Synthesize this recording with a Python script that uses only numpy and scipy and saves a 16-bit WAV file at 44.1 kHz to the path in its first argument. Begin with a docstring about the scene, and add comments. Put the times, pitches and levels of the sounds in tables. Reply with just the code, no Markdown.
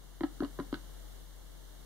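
"""A guinea pig gives four short, low grunts from inside a plastic dome in a quiet room.
Each grunt is a few pops of the throat: a hollow ring near 300 Hz, a brief rasp and a faint tick.
The dome rings along, and both the dome and the room throw the grunts back as echoes.
Behind them are a low appliance hum, soft room noise and the hiss of a nearby camera's microphones."""
import sys
import numpy as np
from scipy import signal
from scipy.fft import rfft, irfft
from scipy.io import wavfile

SR = 44100
rng = np.random.default_rng(int(sys.argv[2]) if len(sys.argv) > 2 else 0)


def log_audio(samples):
    """Write samples as a 16-bit WAV file to the path given in sys.argv[1]."""
    # one column per channel
    frames = np.atleast_2d(samples).T
    # limit to full scale, then quantise
    limited = np.clip(frames, -1, 1)
    pcm = np.round(limited * 32767).astype(np.int16)
    wavfile.write(sys.argv[1], SR, pcm)


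N = 81585  # 1.85 seconds


def amp(db):
    """Turns decibels (dB) into a number to multiply a sound by."""
    return 10 ** (np.asarray(db) / 20)


def unit(x):
    """Scales a sound to an average strength (rms) of 1."""
    return x / np.sqrt(np.mean(x ** 2) + 1e-20)


def read(points, hz, column=1):
    """Looks up a frequency in a table, sliding smoothly between the rows."""
    table = np.array(points)
    return np.interp(np.log(hz + 1), np.log(table[:, 0] + 1), table[:, column])


def add(mix, start_s, sound):
    """Adds a sound to the mix at the given time."""
    part = mix[round(start_s * SR):][:len(sound)]
    part += sound[:len(part)]


def pan(x, left_db):
    """Makes two channels: the left is raised by left_db and the right lowered as much."""
    return np.array([x * amp(left_db), x * amp(-left_db)])


def noise(spectrum):
    """Steady noise, with its lows and highs shaped by a table."""
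    gain = amp(read(spectrum, np.fft.rfftfreq(N, 1 / SR)))
    return unit(irfft(rfft(rng.standard_normal(N)) * gain, N))


# How loud the hum is. Each row: time in seconds, level in dB.
HUM_LEVELS = [(0.0, -55), (0.426, -49.5), (0.534, -50), (1.092, -49), (1.236, -51.5), (1.812, -52.5),
              (1.85, -52)]

def hum(pitch_hz=45.2, left_lead_s=.0026):
    """An appliance hums on one low note, stronger and earlier on the left."""
    t = np.arange(N) / SR
    tone = unit(np.sin(2 * np.pi * pitch_hz * np.array([t + left_lead_s, t])))
    level_db = np.interp(t, *np.transpose(HUM_LEVELS))
    return pan(amp(level_db), left_db=3.3) * tone


# The tone of the background noise. Each row: frequency in Hz, relative level in dB.
AIR_SPECTRUM = [(20, 10.5), (35, -5), (70, 7), (110, -0.5), (135, 9), (160, 14), (195, 3), (300, 6),
                (500, 1.5), (1000, -6), (1700, -7), (2100, -9.5), (3000, -7.5), (3900, -6.5), (5000, -12.5),
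                (6500, -9), (7600, -13), (9000, -11), (15000, -13)]
# How alike its two sides are. Each row: frequency in Hz, likeness (1 the same, -1 opposite).
AIR_LIKENESS = [(60, 0.57), (150, -0.36), (380, -0.48), (950, 0.93), (2380, -0.14), (5980, 0.022),
                (15000, -0.082)]
# Which way it leans. Each row: frequency in Hz, left level minus right level in dB.
AIR_BALANCE = [(60, 6.0), (180, 2.5), (550, 0.5), (1650, -1.0), (4970, -0.5), (15000, 0.0)]
# How its loudness drifts. Each row: time in seconds, change in dB.
AIR_DRIFT = [(0, -0.9), (.2, -1), (.36, 2), (.8, 2.06), (1.15, 2.14), (1.27, -0.04), (1.85, 0.9)]

def room_noise_and_hiss(level_db=-56.5, hiss_drift_share=0.87):
    """Soft room noise and the hiss of two microphones drift gently in loudness."""
    hz = np.fft.rfftfreq(N, 1 / SR)
    left, separate = rfft(noise(AIR_SPECTRUM)), rfft(noise(AIR_SPECTRUM))
    likeness = np.clip(read(AIR_LIKENESS, hz), -1, 1)
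    right = likeness * left + np.sqrt(1 - likeness ** 2) * separate
    lean = amp(read(AIR_BALANCE, hz) / 2)
    both = irfft(np.array([left * lean, right / lean]), N)
    room_noise = signal.sosfiltfilt(signal.butter(2, 2000, fs=SR, output="sos"), both)
    hiss = both - room_noise  # the part above 2000 Hz
    drift_db = np.interp(np.arange(N) / SR, *np.transpose(AIR_DRIFT))
    return amp(level_db) * (room_noise * amp(drift_db) + hiss * amp(hiss_drift_share * drift_db))


def ring(t, hz, rise_s, fade_s):
    """A tone that swells quickly and dies away. A fade time is how long it takes to drop 60 dB."""
    swell = (1 - np.exp(-t / rise_s)) ** 2
    fade = np.exp(-np.log(1000) * t / fade_s)
    return -swell * fade * np.sin(2 * np.pi * hz * t)


def puff(t, length_s, spectrum, rise_s=.0004):
    """A small burst of air: noise that rises and falls quickly."""
    shape = (1 - np.exp(-t / rise_s)) * np.exp(-t / length_s)
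    strength = np.sqrt(np.mean(shape ** 2)) / shape.max()
    return strength * unit(shape * noise(spectrum)[:len(t)])


# The tone of the breathy rasp. Each row: frequency in Hz, relative level in dB.
RASP_SPECTRUM = [(100, -19), (200, -8), (450, -4), (650, -1), (880, 1), (1050, -2), (1350, 0), (1850, -4),
                 (2300, -19), (3500, -36), (6000, -50)]
# The tone of the brighter tick. Each row: frequency in Hz, relative level in dB.
TICK_SPECTRUM = [(1000, -24), (2200, -7), (3100, 0), (3800, -3), (4500, 0), (5000, -13), (5800, -30),
                 (9000, -55), (15000, -70)]
# The pops that make up the grunts. Each row: start in seconds, throat pitch in Hz, throat level in dB,
# swell time in seconds, throat fade time in seconds, chest level in dB, rasp level in dB, rasp length
# in seconds, mouth pitch in Hz, mouth level in dB, tick level in dB, tick length in seconds.
THROAT_POPS = [ (.2080, 325, -14.5, 0.003, 0.035, -31.5, -34.5, 0.00099, 1520, -42, -46.5, 0.0011),
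               (0.2343, 303.3, -8, 0.0064, 0.054, -38, -36, 0.0053, 814, -16.5, -48, 0.0064),
               (0.4043, 303, -11.5, 0.0031, 0.033, -55, -38, 0.0015, 1410, -30, -43.5, 0.00067),
               (0.4219, 369, -18, 0.0021, 0.0367, -28.5, -42.5, 0.0031, 668, -17.5, -60, 0.0017),
               (0.4332, 289.5, -20, .0015, 0.056, -54, -39.5, 0.0033, 1114, -23, -50.5, .002),
               (0.4474, 280, -35, 0.0017, 0.05, -49, -44, 0.0028, 895, -40, -42.5, 0.00067),
               (0.5885, 376, -19.5, 0.0023, 0.032, -30, -40, 0.0054, 1100, -34, -55.5, 0.0023),
               (0.5987, 283.5, -27, 0.0019, .075, -47, -40, .0035, 1328, -30, -49.5, 0.0027),
               (0.7275, 280, -13, 0.002, 0.025, -36, -35, 0.001, 1470, -28, -45.5, 0.0013),
               (0.7416, 315, -29.5, 0.0016, 0.065, -48, -44, 0.0026, 1510, -21.5, -39.5, 0.0026)]

def grunts(low_cut_hz=106, tick_right_db=1, left_lag_s=.0001):
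    """Each pop rings the throat, chest and mouth and lets out a puff of rasp with a tick on top."""
    body, mouth, ticks = np.zeros(N), np.zeros(N), np.zeros((2, N))
    t = np.arange(SR // 5) / SR
    for (start, throat_hz, throat_db, swell_s, fade_s, chest_db,
         rasp_db, rasp_s, mouth_hz, mouth_db, tick_db, tick_s) in THROAT_POPS:
        add(body, start, amp(throat_db) * ring(t, throat_hz, swell_s, fade_s))
        add(body, start, amp(chest_db) * ring(t, hz=167, rise_s=swell_s, fade_s=0.061))
        add(mouth, start, amp(mouth_db) * ring(t, mouth_hz, rise_s=.0008, fade_s=.009))
        add(mouth, start, amp(rasp_db) * puff(t, rasp_s, RASP_SPECTRUM))
        # The ticks lean to the right and reach each microphone differently.
        for side, lean_db in zip(ticks, (-tick_right_db, tick_right_db)):
            add(side, start, amp(tick_db + lean_db) * puff(t, tick_s, TICK_SPECTRUM))
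    # So small an animal gives off little bass.
    body = signal.sosfilt(signal.butter(2, low_cut_hz, "high", fs=SR, output="sos"), body)
    left, right = pan(body, left_db=1.74) + pan(mouth, left_db=-1.1) + ticks
    clock = np.arange(N) / SR
    late_left = np.interp(clock - left_lag_s, clock, left)
    return np.array([late_left, right])


def echoes(x, bands, delay_s, likeness):
    """Many reflections blur into a fading tail. A likeness of 1 gives both sides the same tail."""
    shared, left, right = rng.standard_normal((3, SR // 2))
    scatter = np.sqrt(likeness) * shared + np.sqrt(1 - likeness) * np.array([left, right])
    hz, t, slices = signal.stft(scatter, SR, nperseg=256)  # split into frequency bands
    fade_rate = np.log(1000) / read(bands, hz, column=2)[:, None]
    fade = np.sqrt(2 * fade_rate / SR) * np.exp(-fade_rate * t)  # same energy, short or long
    slices = slices * amp(read(bands, hz))[:, None] * fade
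    tail = signal.istft(slices, SR, nperseg=256)[1]
    late_tail = np.pad(tail, ((0, 0), (round(delay_s * SR), 0)))
    return signal.fftconvolve(x, late_tail, axes=1)[:, :N]


# Echoes inside the dome. Each row: frequency in Hz, level in dB, fade time in seconds.
DOME_ECHOES = [(151, -52, 0.021), (343, -38, 0.019), (710, -6.5, 0.041), (1440, -3.5, 0.068),
               (4070, -11, 0.037)]
# The notes the dome rings at. Each row: pitch in Hz, level in dB, fade time in seconds.
DOME_NOTES = [(341, -19, 0.66), (574, -3.5, 0.052), (694, -9, 0.072), (918, -9.5, 0.051), (1236, -8, 0.09),
              (1630, -19, 0.28)]

def dome(voice):
    """The plastic dome scatters the voice in quick reflections and rings at its own notes."""
    answer = echoes(voice, DOME_ECHOES, delay_s=.002, likeness=1.0)
    for hz, level_db, fade_s in DOME_NOTES:
        width_hz = np.log(1000) / np.pi / fade_s  # a narrower peak rings for longer
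        ringing = signal.lfilter(*signal.iirpeak(hz, hz / width_hz, SR), voice)
        answer = answer + amp(level_db) * ringing
    return answer


# Echoes of the room. Each row: frequency in Hz, level in dB, fade time in seconds.
ROOM_ECHOES = [(147, -7, 0.22), (294, -13, 0.15), (437, -13.5, 0.24), (780, -8, 0.19), (1500, -11, 0.15),
               (4040, -9.5, 0.23)]

def room(voice):
    """The room throws the voice back a little later, with a wider, longer tail."""
    return echoes(voice, ROOM_ECHOES, delay_s=0.007, likeness=0.4)


def scene():
    """The guinea pig grunts in its dome and the room answers, over hum and hiss."""
    voice = grunts()
    voice = voice + dome(voice)
    return voice + room(voice) + hum() + room_noise_and_hiss()


def record(dry, notch_hz=2510, notch_width_hz=190, notch_db=-18, top_hz=15700):
    """The camera turns down one narrow band of frequencies and cuts off the highest treble."""
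    hz = np.fft.rfftfreq(N, 1 / SR)
    dip_db = notch_db * np.exp(-((hz - notch_hz) / notch_width_hz) ** 2)
    notched = irfft(rfft(dry) * amp(dip_db), N)
    treble_cut = signal.firwin(511, top_hz, window=("kaiser", 9), fs=SR)
    return signal.oaconvolve(notched, treble_cut[None], "same")


dry = scene()
out = record(dry)
log_audio(out)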